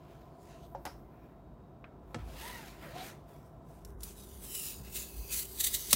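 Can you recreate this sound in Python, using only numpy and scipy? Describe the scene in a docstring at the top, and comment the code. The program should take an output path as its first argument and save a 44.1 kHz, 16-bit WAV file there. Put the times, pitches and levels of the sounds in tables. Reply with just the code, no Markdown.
"""A desktop 3D printer idles in a small room, fans humming. Its glass door swings open and knocks on
its stop (0.8 s). The steel build sheet wobbles off the magnetic bed (2.1 s) and slides out with
stick-slip squeaks. From 3.84 s, heard from a second spot in the room, gloved fingers rub and flex
the sheet until a printed piece cracks loose (5.9 s)."""
import sys
import numpy as np
from scipy import signal
from scipy.fft import rfft, irfft
from scipy.io import wavfile

SR = 44100
rng = np.random.default_rng(int(sys.argv[2]) if len(sys.argv) > 2 else 0)


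def dump(signal):
    """Clip the signal to [-1, 1] and save it as 16-bit WAV at the path in sys.argv[1]."""
    limited = np.clip(np.atleast_2d(signal).T, -1, 1)
    pcm = np.round(limited * 32767).astype(np.int16)
    wavfile.write(sys.argv[1], SR, pcm)


N = 262395
MOVE_S = 3.84   # listener moves from the near spot to the far one


def from_db(db):
    return 10 ** (np.asarray(db) / 20)


def unit_rms(x):
    return x / np.sqrt(np.mean(x ** 2) + 1e-20)


def since(s):
    """Seconds since s, negative before."""
    return np.arange(N) / SR - s


def curves(rows):
    """Breakpoint columns interpolated to every sample."""
    s, *columns = np.transpose(rows)
    return [np.interp(since(0), s, column) for column in columns]


def swell_db(s, hold, rise, fall):
    """Envelope per ms: 0 dB from s for hold; rise and fall in s per 20 dB, at least 0.03."""
    t = np.arange(0, N / SR, .001) - s
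    return 20 * np.minimum(t, 0) / max(rise, .03) - 20 * np.maximum(t - hold, 0) / max(fall, .03)


def per_sample(per_ms):
    return np.interp(since(0) * 1000, np.arange(len(per_ms)), per_ms)


def coloured(spectrum):
    """Steady noise of the given spectral shape, rms 1."""
    hz, db = np.transpose(spectrum)
    bins_hz = np.maximum(np.fft.rfftfreq(N, 1 / SR), 1)
    gain = from_db(np.interp(np.log(bins_hz), np.log(hz), db))
    return unit_rms(irfft(rfft(rng.standard_normal(N)) * gain, N))


def drift(rate_hz):
    """Low-passed random wander, rms about 1."""
    step = 40
    r = np.exp(-2 * np.pi * rate_hz * step / SR)
    slow = signal.lfilter([1], [1, -2 * r, r * r], rng.standard_normal(N // step + 2002))[2000:]
    return np.interp(np.arange(N) / step, np.arange(len(slow)), unit_rms(slow))


def resonate(x, hz, width_hz):
    """Two-pole resonance, peak gain 1."""
    r = np.exp(-np.pi * width_hz / SR)
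    feedback = [1, -2 * r * np.cos(2 * np.pi * hz / SR), r * r]
    return signal.lfilter(np.array([1, 0, -1]) * (1 - r * r) / 2, feedback, x)


def narrow_noise(hz, width_hz):
    """Noise twice through a resonance, rms 1."""
    return unit_rms(resonate(resonate(rng.standard_normal(N), hz, width_hz), hz, width_hz))


# Sleeve, glove and sheet strokes: (time [s], hold [s], relative level [dB], low offset [dB],
# bright offset [dB], top offset [dB], rise [s/20 dB], fall [s/20 dB])
STROKES = [(0.0, 0.11, -77, 3.5, -7, -6, .05, 0.3), (.122, .01, -72, 4, -7, -5, 0.1, 0.15),
           (0.228, .03, -73.5, 0, -10.5, -8, 0.4, 0.26), (0.428, .01, -79, 1, 9, 2, 0.1, 0.4),
           (.53, .01, -63.5, 0.5, -11, -17, 0.18, .12), (0.642, 0.0082, -65.5, -10, -10, -14, 0.13, 0.04),
           (.71, .02, -87, 5, 2, 14, 0.17, .06), (.82, 0.022, -89, 5.5, 6, 15, 0, .04),
           (.96, .03, -89, 5, 4.5, 14, 0.6, 0.14), (1.17, 0.11, -85, 14, -4, 5.5, 0.3, .25),
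           (2.103, 0.04, -81, 5.5, -2, 3, .1, .05), (2.202, .01, -63.5, 8, -14, -12, 0.08, 0.05),
           (2.285, 0.0077, -63, 1, -5, -12, 0.08, 1), (2.422, 0.056, -51, 1.5, -3.5, -4.5, .16, 0.29),
           (2.56, .02, -59.5, 5.5, -6, -10, .1, 0.3), (2.67, 0.038, -62, 4.5, -2, -7, 0.12, 0.12),
           (2.83, 0.089, -62.5, 6.5, -3.5, -3.5, 0.08, .1), (2.984, .02, -47.5, -4, -14.5, -17, .1, .13),
           (3.044, 0.027, -53.5, -1, 0.5, -4, 0.1, 0.06), (3.084, 0.019, -58, 7.5, -2.5, -6, 0.12, 0.08),
           (3.29, 0.076, -75, 5.5, 3, 2, 0, 0.25), (3.457, .02, -82, 0, 7, -2, -0.5, -0.1),
           (3.69, 0.086, -75, 1.5, 2, 0, 0.07, .2), (3.873, .02, -79, 13, 2.5, 2, -0.2, .1),
           (4.04, 0.049, -59, 7.5, -0.5, -3.5, .04, 0.1), (4.189, .01, -63.5, 1, -1.5, -2, 0.09, 0.3),
           (4.303, 0.12, -67, 2, -0.5, -1.5, .15, 0.7), (4.436, 0.094, -59, 5.5, 3.5, 2, 0.05, 0.2),
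           (4.551, 0.083, -53, 2, 3.5, 4, 0.076, 0.14), (4.659, .02, -49, -1, -2, -0.5, 0.0667, 0.16),
           (4.863, 0.021, -60, 9.5, -8, -3, 0.06, 0), (4.966, 0.0063, -47, 0, -2, 0.5, .07, 0.19),
           (5.161, .14, -62.5, -2, 1, 3, .2, 0), (5.326, 0.064, -43, 1.5, 0.5, 0.5, .045, 0.1),
           (5.538, .05, -58, -8, 1, 0.5, 0.13, .1), (5.6, .11, -49.5, -0.5, -2, -2, .06, 0.3),
           (5.773, .12, -48, -3, -4, -5, 0.07, .05), (5.94, .02, -34, -6, -10, -10, 0.06, .05)]
def stroke_levels():
    """Summed stroke power in dB per ms, in four bands: low, middle, bright, top."""
    power = 1e-14
    for s, hold, db, low_db, bright_db, top_db, rise, fall in STROKES:
        spot_db = [-10, 0, 5.5, 6.5] if s > MOVE_S else [0, 0, -1, 1]
        colour_db = np.add(spot_db, [low_db, 0, bright_db, top_db])
        power = power + from_db(db + colour_db[:, None] + swell_db(s, hold, rise, fall)) ** 2
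    return 10 * np.log10(power)


# Low, middle, bright and top stroke bands: (centre [Hz])
BANDS_HZ = [1890, 3980, 8800, 14400]
def rubbing(bands_db, grain_db=1.5, patchy_db=2.0, trim_db=-8.0, low_cut_hz=1450):
    """Friction grains ring in many small hollows of glove and sheet, each coming and going."""
    grains = rng.standard_normal((2, N)) * from_db(grain_db * drift(140))
    out = np.zeros(N)
    for k, hz in enumerate(np.r_[np.geomspace(1300, 5500, 13), np.linspace(6200, 16000, 15)]):
        weights = np.array([np.interp(np.log(hz), np.log(BANDS_HZ), band) for band in np.eye(4)])
        gain = from_db(per_sample(weights @ bands_db) + patchy_db * drift(3.7) + trim_db)
        gain /= np.hypot(1, (low_cut_hz / hz) ** 3)   # small grains radiate little bass
        width_hz = min(0.14 * hz, 700)
        out += gain * unit_rms(resonate(resonate(grains[k % 2], hz, width_hz), hz, 2 * width_hz))
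    return out


# Hollow glide: (time [s], pitch [Hz], level re middle stroke band [dB])
HOLLOW_GLIDE = [(3.95, 4490, -53), (4.18, 3890, -2), (4.35, 3500, -10.5), (4.55, 2980, -8.5),
                (4.7, 2616, -10.5), (5.0, 2668, -8.5), (5.3, 2547, -10.5), (5.6, 2205, -22.5),
                (5.9, 2170, -29)]
# Hollow partials: (pitch ratio, relative level [dB])
HOLLOW_PARTIALS = [(.7, -21), (.87, -8.5), (1, 1.5), (1.321, -3.5), (1.62, -5), (2.0, -5), (2.38, -2.5),
                   (2.63, -2), (3.03, -2)]
def hand_hollow(middle_db, width_hz=135, flutter_db=3.5):
    """The hollow between hand and sheet sings in noise bands, sinking as the grip shifts."""
    hz, hollow_db = curves(HOLLOW_GLIDE)
    phase = 2 * np.pi * np.cumsum(hz) / SR
    level_db = per_sample(middle_db) + hollow_db
    out = np.zeros(N)
    for ratio, db in HOLLOW_PARTIALS:
        band = drift(width_hz) * np.cos(ratio * phase) + drift(width_hz) * np.sin(ratio * phase)
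        out += from_db(level_db + db + flutter_db * drift(7)) * band
    return out


# Glove slips: (peak time [s], level [dB], rise from half amplitude [s], fall to half [s])
SLIPS = [(4.553, -37, 0.0036, 0.0053), (4.955, -37.5, 0.0049, 0.024), (5.18, -54, 0.0045, 0.0066),
         (5.329, -36, 0.0032, 0.02), (5.61, -24.5, 0.0079, 0.0047), (5.645, -23.5, 0.0052, 0.006),
         (5.672, -26.5, 0.007, 0.0073), (5.746, -25.5, 0.0075, 0.01), (5.911, -27.5, 0.0034, 0.0085)]
# Rasp spectrum: (frequency [Hz], relative density [dB])
SLIP_SPECTRUM = [(590, -40), (1000, -21), (1570, -21), (1960, -7), (2710, -11.5), (3710, 1.5), (5310, -9),
                 (7440, 2), (8650, -1.5), (15100, -0.5), (16000, 0.5)]
def glove_slips(grain_db=-0.5):
    """The glove slips on the flexed sheet in short rasps."""
    envelope = np.zeros(N)
    for s, db, rise, fall in SLIPS:
        t = since(s)
        envelope += from_db(db) / (1 + (t / np.where(t < 0, rise, fall)) ** 2)
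    return envelope * coloured(SLIP_SPECTRUM) * from_db(grain_db * drift(511))


# Plastic snaps: (time [s], level [dB], t60 [s], centre [Hz], width [Hz])
SNAPS = [(0.153, -62, 0.016, 1200, 1200), (3.8494, -47.5, 0.029, 6140, 12100),
         (3.903, -62, .02, 6000, 9000), (4.0065, -49.5, 0.031, 7100, 7000),
         (4.0327, -36, 0.057, 10900, 10100), (4.1083, -52, 0.022, 6000, 8000),
         (4.2363, -53, 0.022, 6000, 8000), (5.93, -22.5, 0.041, 3420, 2000),
         (5.929, -8.5, 0.0074, 13200, 7000), (5.9301, -8, 0.0039, 9000, 14000),
         (5.9332, -18, 0.0042, 10000, 9300), (5.9321, -8, 0.0038, 6040, 5000),
         (5.9345, -17, 0.0069, 8000, 10000), (5.9357, -25, 0.005, 7050, 8000),
         (5.9377, -16, 0.012, 6040, 8000)]
def plastic_snaps():
    """Printed plastic cracks in sharp noise bursts, each with its own colour."""
    out, t = np.zeros(N), np.arange(SR // 10) / SR
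    for s, db, t60, hz, width_hz in SNAPS:
        at = round(s * SR)
        crack = unit_rms(resonate(rng.standard_normal(len(t)), hz, width_hz))
        out[at:at + len(t)] += (from_db(db - 60 * t / t60) * crack)[:N - at]
    return out


# Two squeaks, lift then pull, rows of: (time [s], slip rate [Hz], level [dB], second partial [dB])
SQUEAKS = [
    [(2.37, 660, -69, -75), (2.42, 850, -48, -69), (2.48, 1010, -46.5, -58), (2.53, 990, -55, -53),
     (2.58, 920, -57, -56), (2.62, 890, -55, -61), (2.66, 760, -56.5, -63), (2.72, 690, -66, -75)],
    [(2.8, 697, -67, -75), (2.84, 664, -51, -60), (2.9, 493, -54, -72), (2.93, 595, -56, -72),
     (2.96, 718, -44.5, -72), (3.03, 750, -52.5, -70), (3.08, 807, -58, -72), (3.12, 828, -64, -75)],
]
def edge_squeak(rows, jitter=0.0172, flutter_db=4.0, fade_s=0.05):
    """The sheet edge sticks and slips over the bed at a gliding, uneven rate."""
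    hz, first_db, second_db = curves(rows)
    phase = 2 * np.pi * np.cumsum(hz * (1 + jitter * drift(82))) / SR
    fade = np.clip(np.minimum(since(rows[0][0]), -since(rows[-1][0])) / fade_s, 0, 1)
    partials_db = [first_db, second_db, second_db - 5, second_db - 8]
    return fade * sum(from_db(db + flutter_db * drift(37)) * np.sin(k * phase)
                      for k, db in enumerate(partials_db, 1))


# Drags: (time [s], hold [s], level [dB], rise [s/20 dB], fall [s/20 dB])
DRAGS = [(2.247, 0.11, -62, 0.3, -0.3), (2.453, 0.032, -54, 0.32, .5), (2.854, 0.011, -55, 0.1, 0.04),
         (2.95, 0.018, -49.5, 0.02, 0.32)]
# Drone spectrum: (frequency [Hz], relative density [dB])
DRAG_SPECTRUM = [(60, -30), (120, -0.5), (300, 0), (500, -1), (1000, -4.5), (1500, -19.5), (2500, -32)]
def sheet_drag():
    """Low friction drone of the sheet sliding over the bed."""
    envelope = sum(from_db(db + swell_db(s, hold, rise, fall)) for s, hold, db, rise, fall in DRAGS)
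    return per_sample(envelope) * coloured(DRAG_SPECTRUM)


# Sheet bending modes: (frequency [Hz], peak level [dB], time to peak [s])
BENDING_MODES = [(61, -50, 0.059), (82.6, -49.5, 0.078), (110.7, -41.5, 0.023), (150, -43, 0.02),
                 (232.5, -39.5, 0.0094), (315, -46.5, 0.011), (480, -45, 0.0089), (714, -48.5, 0.015)]
def sheet_wobble(release_s=2.148):
    """The magnets let go; each bending mode swells and fades, the low ones more slowly."""
    t = np.maximum(since(release_s), 0)
    out = np.zeros(N)
    for hz, db, peak_s in BENDING_MODES:
        envelope = from_db(db) * t / peak_s * np.exp(1 - t / peak_s)
        out += envelope * np.sin(2 * np.pi * (hz * t + rng.random()))
    return out


# Knocks: (time [s], door gain [dB], sheet gain [dB], contact [s], crack gain [dB], cutoff [Hz],
# crack decay scale [s])
KNOCKS = [(0.7488, -35.5, -80, 0.0011, -58.5, 7000, 0.35), (.853, -38, -51, 0.0022, -36.5, 15000, 0.13),
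          (.865, -39, -80, 0.0013, -39.5, 5000, 0.12), (1.842, -72, -56, 0.00075, -47.5, 3100, .12),
          (2.145, -44.5, -36, 0.00063, -36, 8800, 0.063)]
# Door and frame modes: (frequency [Hz], relative level [dB], t60 [s])
DOOR_MODES = [(556, -3.5, 0.13), (749, 1.5, 0.055), (850, 7.5, 0.036), (930, -14.5, 0.23), (965, -7, 0.025),
              (1150, -18, 0.059), (1615, -28, 0.099), (2150, -36, 0.045)]
# Hand-damped steel sheet modes: (frequency [Hz], relative level [dB], t60 [s])
SHEET_MODES = [(1290, -9.5, .12), (1740, -4, 0.044), (1910, 1.5, 0.019), (2120, -12, .05),
               (2590, -10.5, 0.036), (2810, -11.5, 0.06), (3340, -8, 0.024), (3700, -13, .03)]
# Contact crack spectrum: (frequency [Hz], relative density [dB])
CRACK_SPECTRUM = [(530, -4), (900, -3), (1410, -2.5), (2630, -14), (4570, -16), (5160, -14), (8050, -19.5),
                  (10600, -17), (16000, -19.5)]
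def knocks():
    """Door and sheet modes ring after a soft or hard contact; a crack of noise dies away."""
    out, t = np.zeros(N), np.arange(SR) / SR
    for s, door_db, sheet_db, contact_s, crack_db, cutoff_hz, decay_s in KNOCKS:
        blow = np.zeros(SR)
        attack = 1 - np.exp(-t / contact_s)
        for db, modes in ((door_db, DOOR_MODES), (sheet_db, SHEET_MODES)):
            for hz, mode_db, t60 in modes:
                reach = 1 / (1 + (hz / cutoff_hz) ** 4)   # a dull blow misses the high modes
                envelope = attack * from_db(db + mode_db - 60 * t / t60)
                blow += reach * envelope * np.sin(2 * np.pi * hz * t)
        decay = from_db(-240 * t / decay_s) + 0.3 * from_db(-30 * t / decay_s)
        crack = coloured(CRACK_SPECTRUM)[:SR] * decay
        blow += from_db(crack_db) * signal.sosfilt(signal.butter(4, cutoff_hz, fs=SR, output="sos"), crack)
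        at = round(s * SR)
        out[at:at + SR] += blow
    return out


# Jolts: (time [s], level [dB], centre [Hz], width [Hz], t60 [s])
JOLTS = [(.87, -58, 5200, 900, 0.28), (1.843, -54, 2500, 350, .04), (2.832, -52.5, 1310, 900, 0.33),
         (4.8, -48.5, 159, 150.4, 0.31), (5.933, -37, 148, 195, 0.3), (5.927, -37.5, 490, 296, 0.1),
         (5.929, -29.5, 1100, 600, 0.036)]
def jolts():
    """Noisy rings: door glass rattles; the sheet is pinged by a nail, catches, flexes, springs back."""
    out, t = np.zeros(N + SR), np.arange(SR) / SR
    for s, db, hz, width_hz, t60 in JOLTS:
        ring = resonate(resonate(rng.standard_normal(2 * SR), hz, width_hz), hz, width_hz)
        at = round(s * SR)
        out[at:at + SR] += from_db(db - 60 * t / t60) * unit_rms(ring[SR:])
    return out[:N]


# Reflections off sheet, arm and wall: (first delay [ms], last delay [ms], gain)
ECHOES = [(.31, .5, 0.15), (.86, 0.632, 0.18), (.98, 1.05, .17), (2.37, 2.38, 0.19)]
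def with_echoes(x, glide_start_s=4.29, settle_s=0.52):
    """At the far spot, short reflections comb the sound; their delays move with hand and sheet."""
    samples = np.arange(N)
    remaining = np.exp(-np.maximum(since(glide_start_s), 0) / settle_s)
    echoes = np.zeros(N)
    for first_ms, last_ms, gain in ECHOES:
        delay_ms = last_ms + (first_ms - last_ms) * remaining
        echoes += gain * np.interp(samples - delay_ms * SR / 1000, samples, x)
    return x + echoes * (since(MOVE_S) > 0)


def room_tail(x, t60_s=0.33, level_db=-15.5):
    """Diffuse reverberation: convolution with decaying noise."""
    t = np.arange(int(.4 * SR)) / SR
    tail = rng.standard_normal(len(t)) * from_db(-60 * t / t60_s) * (t > .004)
    return from_db(level_db) * signal.fftconvolve(x, tail / np.linalg.norm(tail))[:N]


# Fan air at each spot: (frequency [Hz], relative density [dB])
AIR_NEAR = [(13, -56), (22, -22.5), (49, -1), (80, -7), (147, -4.5), (179, -7), (337, -11.5), (398, -16),
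            (672, -16.5), (1380, -27.5), (1860, -38.5), (3810, -47), (10600, -57.5), (14300, -51),
            (16000, -53)]
AIR_FAR = [(13, -58), (22, -62), (36, -16.5), (59, -6.5), (81, -9.5), (203, -11.5), (276, -16.5),
           (381, -17.5), (456, -21), (641, -22), (1600, -33.5), (2080, -41), (3520, -120)]
# Duct and case resonances: (centre [Hz], width [Hz], near base level [dB], far base level [dB])
DUCTS = [(149.2, 9.4, -66, -74), (345, 39, -70.5, -76), (386.5, 60, -70, -65), (676.4, 89, -65.5, -76),
         (1001, 117, -72, -75.5), (1328, 20, -83.5, -99)]
# Door, arm and sheet shading the opening: (time [s], duct gain [dB])
SHADING = [(0, 2), (.65, 5), (1.5, -1.5), (2.4, 3), (3.6, 2.5), (4.7, 2.5), (5.95, 5.5)]
def fans(air_db=-54.5, crossfade_s=.01):
    """Broad fan air noise that also sings in ducts and case."""
    far = np.clip(since(MOVE_S) / crossfade_s, 0, 1)
    out = from_db(air_db) * (coloured(AIR_NEAR) * (1 - far) + coloured(AIR_FAR) * far)
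    shading_db, = curves(SHADING)
    for hz, width_hz, near_db, far_db in DUCTS:
        out += from_db(near_db * (1 - far) + far_db * far + shading_db) * narrow_noise(hz, width_hz)
    return out


# Motor driver tones: (frequency [Hz], rms level [dB])
DRIVER_TONES = [(3752, -95), (3838, -99), (8350, -104), (13986, -102)]
def driver_whine(flutter_db=2.5):
    """The motor drivers whine faintly, wavering in level."""
    return sum(from_db(db + flutter_db * drift(8)) * np.sqrt(2) * np.sin(2 * np.pi * hz * since(0))
               for hz, db in DRIVER_TONES)


# Hum envelope: (time [s], relative level [dB])
HUM_LEVELS = [(0.0, -74), (.4, -63), (.7, -53), (1.0, -56), (1.35, -66), (1.48, -55), (1.75, -70),
              (2.04, -54), (2.14, -56), (2.24, -44), (2.45, -54.5), (3.0, -58), (3.3, -63), (3.73, -60),
              (3.88, -47), (4.01, -44.5), (4.12, -54), (4.45, -52.5), (4.55, -58.5), (4.85, -48),
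              (5.12, -55.5), (5.2, -35.5), (5.26, -54), (5.34, -47.5), (5.44, -55), (5.7, -48), (5.88, -55),
              (5.95, -46)]
def room_hum(hz=54.4, width_hz=13.2, trim_db=-1.0):
    """A low wavering room note whose level rises and falls unevenly."""
    hum = narrow_noise(hz, width_hz)
    hum /= np.abs(signal.hilbert(hum)) + 0.3   # evens out its strength
    return from_db(curves(HUM_LEVELS)[0] + trim_db) * unit_rms(hum)


def scene():
    """Mono mix; only the hits feed the room tail."""
    hits = knocks() + plastic_snaps() + with_echoes(glove_slips())
    bands_db = stroke_levels()
    handling = with_echoes(rubbing(bands_db) + hand_hollow(bands_db[1]))
    handling += sum(map(edge_squeak, SQUEAKS)) + sheet_drag() + sheet_wobble() + jolts()
    background = fans() + driver_whine() + room_hum()
    return (handling + hits + room_tail(hits) + background)[None]


def record(dry, low_cut_hz=38.7, stopband_hz=16050):
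    """The microphone drops the deepest bass; the top is cut steeply."""
    thin = signal.sosfilt(signal.butter(2, low_cut_hz, "high", fs=SR, output="sos"), dry)
    return signal.sosfilt(signal.cheby2(26, 60, stopband_hz, fs=SR, output="sos"), thin)


dry = scene()
out = record(dry)
dump(out)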